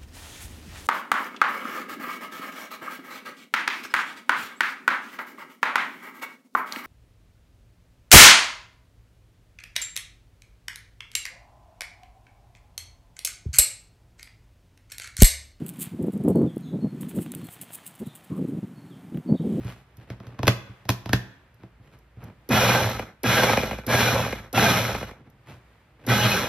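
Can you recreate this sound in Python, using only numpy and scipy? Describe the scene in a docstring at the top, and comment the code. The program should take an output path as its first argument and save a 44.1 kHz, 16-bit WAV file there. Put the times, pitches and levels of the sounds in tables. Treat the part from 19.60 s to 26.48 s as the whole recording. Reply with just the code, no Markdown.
"""A small kitchen: a hand blender is twisted and knocked onto the lid of its chopper bowl, on a wooden board.
Then the motor is pulsed five times: random impacts through the bowl's resonances give gear and blade clatter,
filtered bursts give chunks on the wall, low tones give hum and rocking, and each run coasts down.
Near sounds, counter reflections, room tail and a faint hush reach two closely spaced phone microphones."""
import sys
import numpy as np
from scipy import signal
from scipy.fft import rfft, irfft
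from scipy.io import wavfile
from scipy.ndimage import uniform_filter1d

SR = 44100
rng = np.random.default_rng(int(sys.argv[2]) if len(sys.argv) > 2 else 0)


def wav_out(sig):
    """Save sig, one row per channel (or a flat mono array), as 16-bit PCM at SR to the path in sys.argv[1]."""
    wavfile.write(sys.argv[1], SR, np.round(np.clip(np.atleast_2d(sig).T, -1, 1) * 32767).astype(np.int16))


N = 303408
T = np.arange(N) / SR
HZ = np.arange(N // 2 + 1) * SR / N
SHORT = 8192  # samples in one blow or body response
SHORT_T = np.arange(SHORT) / SR
SHORT_HZ = np.arange(SHORT // 2 + 1) * SR / SHORT + 1


def undb(db):
    """Decibels to gain."""
    return 10 ** (np.asarray(db) / 20)


def unit(x):
    """Scale to rms 1."""
    return x / np.sqrt(np.mean(x ** 2))


def along(points, hz):
    """Read (f/Hz, value) points on a log-frequency axis."""
    f_hz, value = np.transpose(points)
    return np.interp(np.log(np.maximum(hz, 1)), np.log(f_hz), value)


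def through(x, h):
    """Pass a sound through an impulse response."""
    return signal.fftconvolve(x, h)[:len(x)]


def band(x, hz, kind, order=2):
    """Butterworth filter."""
    return signal.sosfilt(signal.butter(order, hz, kind, fs=SR, output="sos"), x)


def add(out, t_s, x):
    """Mix a sound in at time t_s."""
    i = max(int(t_s * SR), 0)
    out[i:i + len(x)] += x[:N - i]


def walk(rate):
    """Smooth random wander, rms 1, rate new values a second."""
    k = max(int(SR / rate), 1)
    steps = np.repeat(rng.standard_normal(N // k + 1), k)
    return unit(uniform_filter1d(steps, k)[:N])


def impacts(rate, spread_db):
    """Random clicks of uneven size and sign, rate a second, rms 1."""
    chance = np.clip(rate / SR, 1e-5, 1)
    size = undb(spread_db * np.clip(rng.standard_normal(N), -2, 2)) * rng.choice([-1, 1], N)
    return unit((rng.random(N) < chance) * size / np.sqrt(chance))


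def resonance(x, hz, width_hz):
    """A resonance whose centre may move from sample to sample; rms 1."""
    carrier = np.exp(2j * np.pi * np.cumsum(hz) / SR)
    pole = np.exp(-np.pi * width_hz / SR)
    return unit(np.real(carrier * signal.lfilter([1], [1, -pole], x / carrier)))


# low notes bend through the plastic slowly and arrive about this many cycles late
BENDING_CYCLES = 1.575


def response(colour, modes=(), tilt_db=0):
    """Causal impulse response of a body: broad colour, resonances, tilt per octave about 1 kHz; the lows come late."""
    db = along(colour, SHORT_HZ) + tilt_db * np.log2(np.maximum(SHORT_HZ, 250) / 1000)
    for f_hz, width_hz, peak_db in modes:
        db = db + peak_db / (1 + (2 * (SHORT_HZ - f_hz) / width_hz) ** 2)
    # folding the cepstrum gives minimum phase
    cepstrum = irfft(np.log(undb(db)))
    cepstrum[1:SHORT // 2] *= 2
    cepstrum[SHORT // 2 + 1:] = 0
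    lag = 2 * np.pi * BENDING_CYCLES * np.log(1 + SHORT_HZ / 50)
    return irfft(np.exp(rfft(cepstrum) - 1j * lag))


def strike(body, chatter_s):
    """A contact that chatters for milliseconds, exciting all pitches nearly alike, and rings a body."""
    envelope = (1 - np.exp(-SHORT_T / .001)) * np.exp(-SHORT_T / chatter_s)
    chatter = rfft(rng.standard_normal(SHORT) * envelope)
    contact = irfft(chatter / np.abs(chatter) ** .88)  # spectrum nearly flattened
    x = through(contact * np.exp(-SHORT_T / .02), body)
    return x / np.sqrt(np.sum(x ** 2) / (chatter_s * SR)) / 4


def diffuse(wide_hz):
    """Stereo noise spectrum of a diffuse field: alike in the bass, less so in the treble."""
    mid, side = rfft(rng.standard_normal((2, N)))
    return mid + side * np.array([[1], [-1]]) * HZ / (HZ + wide_hz)


# broad colour of the quiet kitchen: f/Hz, level/dB
HUSH_COLOUR = [(25, -18), (58, 0), (80, -10), (120, -2), (180, -16), (2000, -23), (6300, -44), (13000, -47)]
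HUSH_DB = -63


def hush():
    """The quiet kitchen: low rumble and faint air, each swelling slowly on its own."""
    air = unit(irfft(diffuse(wide_hz=1820) * undb(along(HUSH_COLOUR, HZ)), N))
    rumble = band(air, 250, "lowpass", order=1)
    rest = air - rumble
    return undb(HUSH_DB) * (rumble * undb(2 * walk(rate=6)) + rest * undb(1.8 * walk(rate=4) - .5))


# broad colour of the grip's sliding: f/Hz, level/dB
GRIP_COLOUR = [(45, -7), (115, 11.5), (190, 3.5), (320, 0), (2400, -11), (5000, -25), (13000, -32)]
# grip sliding on the housing: t/s, length/s, level/dB, treble tilt/(dB per octave)
RUBS = [(0, 0.18, -48, 1.5), (0.378, 0.07, -52, -0.5), (0.472, 0.12, -50, -1), (0.623, 0.2, -49, -1.5),
        (1.992, 0.09, -57, -1), (2.21, 0.25, -62, 0.5), (2.563, 0.17, -49.5, -2), (5.55, 0.16, -56, -2.5),
        (5.859, 0.11, -51, .5), (6.388, 0.16, -52, -1)]


def grip():
    """Fingers slip in tiny jerks over the housing; each slide starts briskly and trails away."""
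    out = np.zeros(N)
    slips = impacts(rate=900, spread_db=2) * undb(2.5 * walk(rate=45))
    for t_s, length_s, db, tilt_db in RUBS:
        part = np.maximum(T - t_s, 0) / length_s
        slide = unit(through(slips, response(GRIP_COLOUR, tilt_db=tilt_db)))
        out += slide * undb(db) * 2 * np.sqrt(part) * np.exp(-2 * part ** 2)
    return out


# loaded board on the counter: f/Hz, level/dB, t60/s
BOARD_MODES = [(59, -18, 0.39), (120.3, 4.5, 0.17), (191, -2, 0.16), (285, -1.5, 0.081), (391, -7, 0.16)]


def board(push_s):
    """The board's modes after a push, peak 1; a longer push favours the lowest."""
    ring = np.zeros(SHORT)
    for f_hz, db, t60_s in BOARD_MODES:
        ring += undb(db) * np.sin(2 * np.pi * f_hz * SHORT_T) * undb(-60 * SHORT_T / t60_s)
    x = through(ring, SHORT_T * np.exp(-SHORT_T / push_s))
    return x / np.max(np.abs(x))


# soft bumps of the hand through bowl and board: t/s, level/dB
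BUMPS = [(0.004, -33.5), (0.051, -25.5), (0.382, -39.5), (1.096, -36.5), (2.199, -45), (2.572, -38.5),
         (2.643, -37), (5.933, -44.5)]


def bumps():
    """The hand's soft pushes ring the board."""
    out = np.zeros(N)
    for t_s, db in BUMPS:
        add(out, t_s, undb(db) * board(push_s=0.00084))
    return out


# broad colour of knocks and ticks on the plastic: f/Hz, level/dB
KNOCK_COLOUR = [(60, -11.5), (200, 1), (450, -4), (900, -8), (3500, -8), (6000, -8.5), (8500, -24),
                (12000, -11), (15500, -25)]


def tick(db):
    """A small hard contact on the housing, bright by its upward tilt."""
    return undb(db) * strike(response(KNOCK_COLOUR, tilt_db=7.0), chatter_s=0.0043)


# fingernails on the housing: t/s, level/dB
TICKS = [(0.045, -48), (.369, -48), (1.942, -57), (2.387, -55), (2.638, -44.5), (3.296, -29), (5.699, -55)]


def nails():
    """Fingernails tick on the housing."""
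    out = np.zeros(N)
    for t_s, db in TICKS:
        add(out, t_s, tick(db))
    return out


# plastic parts knocking together: t/s, level/dB, treble tilt/(dB per octave), ring f/Hz, board thump/dB
KNOCKS = [(0.501, -21, -4, 2120, -30.5), (0.601, -25.5, -5, 1190, -38.5), (0.668, -30.5, -2.5, 1170, -37),
          (0.790, -14.5, -5.5, 1040, -28.5), (0.8303, -9, -4, 910, -22), (0.869, -6.5, -1.5, 320, -24),
          (0.8777, -0.5, -2, 1200, -27), (0.8793, 0, -2.5, 2000, -16.5), (0.854, -21.5, -2.5, 1500, -36.5),
          (1.253, -29, -2.5, 754, -39.5), (1.2904, -5, -1, 1000, -18.5), (1.301, -11.5, 1, 450, -31),
          (1.458, -17.5, -3, 950, -31), (1.492, -16.5, -3, 1350, -26), (1.5309, -1.5, -2, 1640, -15.5),
          (2.034, -25, -6.5, 784, -41)]
# resonances of lid and motor unit: f/Hz, width/Hz, level/dB
SHELL_MODES = [(680, 100, 6), (1030, 120, 4), (1560, 120, 4), (1800, 140, 5), (2546, 200, 5),
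               (3400, 300, 3)]
# harder blows chatter longer: decay at 0 dB, power of the strength; the board answers later
CHATTER_S, CHATTER_POWER, BOARD_LAG_S = .0022, .3, .003
# parts scuff just before they meet and buzz on briefly
SCUFF_S, RATTLE_S, RATTLE_DB = .007, .021, -23.5
# the struck spot brings out its own resonance
SPOT_DB, SPOT_WIDTH_HZ = 9, 380


def knocks():
    """The motor unit knocks onto the lid, loose parts buzz briefly and the board thumps under it."""
    out = np.zeros(N)
    for t_s, db, tilt_db, ring_hz, thump_db in KNOCKS:
        shell = response(KNOCK_COLOUR, SHELL_MODES + [(ring_hz, SPOT_WIDTH_HZ, SPOT_DB)], tilt_db)
        buzz = unit(through(rng.standard_normal(SHORT), shell))
        buzz = buzz * (1 - np.exp(-SHORT_T / SCUFF_S)) ** 2 * np.exp(-SHORT_T / RATTLE_S)
        add(out, t_s - SCUFF_S, undb(db + RATTLE_DB) * buzz)
        add(out, t_s, undb(db) * strike(shell, CHATTER_S * undb(db) ** CHATTER_POWER))
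        add(out, t_s + BOARD_LAG_S, undb(thump_db) * board(push_s=0.0006))
    return out


# trigger presses: t/s, held/s, spin-up/s, coasting/s, run level/dB, food churning/dB, rocking/dB,
# starting lurch/dB, switch click/dB
RUNS = [(2.889, 0.25, 0.0179, 0.46, -1.5, 4, 3.5, -27.5, -27.5),
        (3.632, 0.2, .017, 0.54, -1, 4.5, 2.5, -28.5, -23.5),
        (4.265, 0.2, 0.025, 0.52, -1.5, 4, 4, -34.5, -24),
        (4.928, 0.18, 0.0218, 0.55, -0.5, 0.5, 4, -34, -26.5),
        (6.465, 0.26, .016, 0.48, -3, -3.5, -2, -33, -27.5)]


def switch():
    """The switch clicks at each press."""
    out = np.zeros(N)
    for t_s, *_, click_db in RUNS:
        add(out, t_s, tick(click_db))
    return out


def lurch():
    """At each start the blade shoves the resting food: a rough low groan that drops in pitch."""
    out = np.zeros(N)
    hz = (195 + 330 * np.exp(-SHORT_T / .009)) * (1 + .25 * walk(rate=400)[:SHORT])
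    groan = np.sin(2 * np.pi * np.cumsum(hz) / SR) * undb(4 * walk(rate=300)[:SHORT])
    shove = SHORT_T / .022 * np.exp(1 - SHORT_T / .022)
    for t_s, *_, lurch_db, _ in RUNS:
        add(out, t_s, undb(lurch_db) * groan * shove)
    return out


# full speed; food brakes a fast rotor more: power 1 slows evenly, more leaves a longer tail
ROTOR_HZ, COAST_POWER = 208, 2.2


def rotor(age_s, held_s, spin_up_s, coast_s):
    """Share of full speed: quick spin-up while held, then friction and food bring the rotor to rest."""
    spin_up = (1 - np.exp(-age_s / spin_up_s)) ** 2
    return spin_up * np.clip(1 - (age_s - held_s) / coast_s, 0, 1) ** COAST_POWER


# broad colour of the bowl: f/Hz, level/dB
BOWL_COLOUR = [(55, -3), (100, 4.5), (200, -3), (750, -5), (1150, -4), (1600, -1.5), (2700, -8), (4200, -7),
               (4750, -18), (5600, -7.5), (8600, -25), (13000, -14), (15300, -72.5)]
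# resonances of bowl, lid and motor housing: f/Hz, width/Hz, level above the broad colour/dB
BOWL_MODES = [(215.2, 76, 8.5), (520, 70, 6), (1710, 740, 0), (2030, 90, 6), (2148, 32, 11.5),
              (2323, 19, 11.5), (2450, 72, 9), (2923, 40, 10), (3370, 32, 9.5)]


def rattle(bowl, speed, load):
    """Blade blows fill the bowl's lows, gear teeth its highs; slower blows lose their upper mids."""
    blade = impacts(600 + 900 * speed, spread_db=2.5) + .4 * rng.standard_normal(N)
    teeth = impacts(600 + 3000 * speed, spread_db=-0.5) + rng.standard_normal(N)
    low = unit(band(through(blade * load, bowl), 1870, "lowpass", order=4))
    high = unit(band(through(teeth * np.sqrt(load), bowl), 2475, "highpass", order=4))
    dull = band(low, 900, "lowpass", order=1)
    return dull + (low - dull) * speed ** .2, high


def churn(bowl, speed):
    """Soft pieces thud against the wall in clumps and ring only its lower resonances."""
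    wall = band(bowl, [450, 950], "bandpass", order=2)
    thuds = impacts(60 + 500 * speed, spread_db=3.5) * undb(3.3 * walk(rate=35))
    return speed ** .3 * unit(through(thuds, wall))


# air pockets between food and wall: f/Hz, level/dB
POCKETS = [(400, -0.5), (660, 1.5), (810, 1), (1330, 3), (1580, 4.5), (2430, 3)]
POCKET_WIDTH_HZ, POCKET_DRIFT, POCKET_FLICKER_DB, POCKETS_DB = 30, .03, 4, -2.5


def pockets(speed):
    """Blade strokes ring air pockets; each drifts in pitch and level, and all fade as the swirl dies."""
    strokes = impacts(150 + 500 * speed, spread_db=3)
    out = np.zeros(N)
    for f_hz, db in POCKETS:
        level = undb(db + POCKET_FLICKER_DB * walk(rate=24))
        drift_hz = f_hz * (1 + POCKET_DRIFT * walk(rate=14))
        out += level * resonance(strokes, drift_hz, POCKET_WIDTH_HZ)
    return np.sqrt(speed) * unit(out)


# tooth rate at full speed, level against the clatter, pitch roughness as a share
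MESH_HZ, MESH_DB, MESH_ROUGH = 1542, -9, 0.019


def whine(speed):
    """Gear teeth whine with the rotor, smeared by the jerks of the load."""
    jerks = 1 + MESH_ROUGH * (walk(rate=250) + walk(rate=36))
    mesh = 2 * np.pi * np.cumsum(MESH_HZ * speed * jerks) / SR
    return undb(MESH_DB + 2.0 * walk(rate=94)) * speed ** 2 * np.sin(mesh)


UNBALANCE_DB = -36.5  # at full speed


def hum(speed, turn):
    """The unbalanced load hums once a turn."""
    return undb(UNBALANCE_DB + 0.57 * walk(rate=68)) * speed ** 2 * np.sin(turn)


# uneven load sets the bowl shuddering on the board: peak t/s, level/dB
SHUDDERS = [(3.27, -31), (3.69, -30), (4.62, -38.5), (6.515, -21.5), (6.654, -23.5)]
SHUDDER_S = 0.025


def rock(level):
    """The unbalanced load shakes the bowl near a resonance of the board, with brief shudders."""
    for t_s, db in SHUDDERS:
        level = level + undb(db) * np.exp(-((T - t_s) / SHUDDER_S) ** 2)
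    return level


def rocking_tone(speed):
    """The shaking's wavering low pitch, a little higher with speed."""
    return np.sin(2 * np.pi * np.cumsum(112 + 9 * speed + 3 * walk(rate=42)) / SR)


# lowest resonance of bowl and board, range of rotor speeds that drive it, level
SWAY_HZ, SWAY_RANGE_HZ, SWAY_DB = 58, 30, -39


def sway(speed):
    """The bowl sways on the board, most as the rotor passes their lowest resonance."""
    passing = np.exp(-((ROTOR_HZ * speed - SWAY_HZ) / SWAY_RANGE_HZ) ** 2)
    ring = resonance(rng.standard_normal(N), np.full(N, SWAY_HZ), width_hz=4.2)
    return undb(SWAY_DB) * uniform_filter1d(passing, SHORT // 2) * ring


# big chunks striking the bowl wall: t/s, level/dB, ring f/Hz
CHUNKS = [(2.930, -8, 264), (3.093, -8.5, 800), (3.147, -8, 720), (3.393, -15, 650), (3.638, -12, 480),
          (3.832, -5, 830), (3.894, -9.5, 800), (3.931, -9, 770), (3.971, -6.5, 620), (4.031, -12, 550),
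          (4.109, -16, 786), (4.129, -19, 606), (4.183, -23.5, 620), (4.290, -20, 564), (4.340, -9, 630),
          (4.724, -15, 530), (4.974, -7, 805.6), (5.025, -9.5, 1470), (5.198, -15, 625), (5.347, -15, 750),
          (5.425, -19.5, 600), (5.51, -30, 430)]
# broad colour of a chunk's blow: f/Hz, level/dB
CHUNK_COLOUR = [(150, -6), (850, -6), (1200, -12.5), (2450, -11.5), (3300, -22.5), (13000, -33)]


def chunks():
    """Big chunks strike the bowl wall, each bringing out the resonance of its spot."""
    out = np.zeros(N)
    for t_s, db, ring_hz in CHUNKS:
        spot = response(CHUNK_COLOUR, BOWL_MODES + [(ring_hz, SPOT_WIDTH_HZ, SPOT_DB)])
        add(out, t_s, undb(db) * strike(spot, chatter_s=0.0044))
    return out


# coupling singing at housing resonances: t/s, half length/s, f/Hz, level/dB
SQUEALS = [(6.515, .025, 1980, -34), (6.63, .04, 2910, -33.5), (6.645, .025, 3220, -36),
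           (6.68, .06, 4170, -40.5)]


def squeal():
    """The rubbing coupling makes housing resonances swell and fade, rough and unsteady."""
    rub, waver = rng.standard_normal(N), 1 + .004 * walk(rate=30)
    out = np.zeros(N)
    for t_s, half_s, f_hz, db in SQUEALS:
        swell = np.exp(-((T - t_s) / half_s) ** 2)
        out += resonance(rub, f_hz * waver, width_hz=47) * undb(db) * swell
    return out


# layer levels at full speed before each run's own level, and powers of speed
CLATTER_DB, CLATTER_POWER, HISS_DB, HISS_POWER, ROCK_DB = -26.5, 0.84, -29, 1.3, -34.5
# resting food resists more until it swirls
DRAG_DB, DRAG_S = 4, 0.023


def chopper():
    """Rotor speed sets the density and level of gear and blade rattle, and the pitch of whine and hum."""
    speed, clatter, hiss, rocking, food = np.zeros((5, N))
    for t_s, held_s, spin_up_s, coast_s, db, food_db, rock_db, _, _ in RUNS:
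        on = T >= t_s
        age_s = T[on] - t_s
        speed[on] = rotor(age_s, held_s, spin_up_s, coast_s)
        drag_db = DRAG_DB * np.exp(-age_s / DRAG_S)
        clatter[on] = undb(CLATTER_DB + db + drag_db) * speed[on] ** CLATTER_POWER
        hiss[on] = undb(HISS_DB + db) * speed[on] ** HISS_POWER
        rocking[on] = undb(ROCK_DB + rock_db) * speed[on]
        food[on] = undb(food_db)
    bowl = response(BOWL_COLOUR, BOWL_MODES)
    # uneven food: flurries; each turn pulses the load: a growl that slows to a flutter
    turn = 2 * np.pi * np.cumsum(ROTOR_HZ * speed * (1 + 0.0299 * walk(rate=64))) / SR
    load = undb(1.8 * speed * walk(rate=55)) * (1 + (.5 - .2 * speed) * np.cos(turn))
    low, high = rattle(bowl, speed, load)
    soft = undb(-7.0) * food * churn(bowl, speed)
    out = clatter * (low + soft + undb(POCKETS_DB) * pockets(speed) + whine(speed))
    out += hiss * high + rock(rocking) * rocking_tone(speed) + hum(speed, turn)
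    return out + chunks() + lurch() + sway(speed) + squeal()


def counter(x):
    """First reflections from the counter and things on it, opposite in sign at the two microphones."""
    decay = np.exp(-SHORT_T / 0.025)
    echoes = band(rng.standard_normal(SHORT) * decay, [1500, 12000], "bandpass", order=1)
    return through(x, echoes / np.sqrt(np.sum(echoes ** 2))) * np.array([[1], [-1]])


# decay of the room: f/Hz, t60/s
ROOM_T60 = [(500, 0.56), (2000, 0.68), (6000, 0.48), (14000, 0.39)]


def kitchen(x):
    """Cabinets and tiles return a dense tail that dies band by band."""
    field, out = diffuse(wide_hz=808), 0
    edges_hz = np.r_[0, 250 * 2 ** np.arange(7), SR / 2]
    t = T[:SR * 3 // 4]
    for lo, hi in zip(edges_hz[:-1], edges_hz[1:]):
        noise = irfft(field * ((HZ >= lo) & (HZ < hi)), N)[:, :len(t)]
        out = out + noise * np.exp(-np.log(1000) * t / along(ROOM_T60, (lo + hi) / 2))
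    tail = out * (1 - np.exp(-t / 0.00059))
    return np.array([through(x, h / np.sqrt(np.sum(h ** 2))) for h in tail])


# phase by which the left microphone leads the right: f/Hz, phase/rad
PORT_PHASE = [(3000, .05), (4000, -.2), (6300, -2), (7000, -3.05), (8800, -3.25), (11000, -6.2),
              (13000, -6.5), (14200, -9.2)]
# balance of the microphones: f/Hz, left minus right/dB
PORT_BALANCE = [(60, -.3), (450, -1.4), (2400, 0)]


def ports(x):
    """Two microphones hear near sounds about equally loud but out of phase in the treble."""
    half = undb(along(PORT_BALANCE, HZ) / 2) * np.exp(1j * along(PORT_PHASE, HZ) / 2)
    return irfft(rfft(x) * np.array([half, 1 / half]), N)


def scene():
    """Handling and chopping close by, first reflections, the kitchen's echo and its faint hush."""
    hands = grip() + bumps() + nails() + knocks() + switch()
    motor = chopper()
    near = hands + motor
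    early = undb(-11) * counter(near)
    late = kitchen(undb(-14) * hands + undb(-21.5) * motor)
    return ports(near + early + late + hush())


TOP_HZ = 15300


def record(dry):
    """The phone cuts the rumble, rounds the highest peaks and cuts the top."""
    x = np.tanh(1.083 * band(dry, 53, "highpass", order=5)) / 0.59
    return signal.sosfilt(signal.ellip(8, .2, 70, TOP_HZ, fs=SR, output="sos"), x)


dry = scene()
out = record(dry)
wav_out(out)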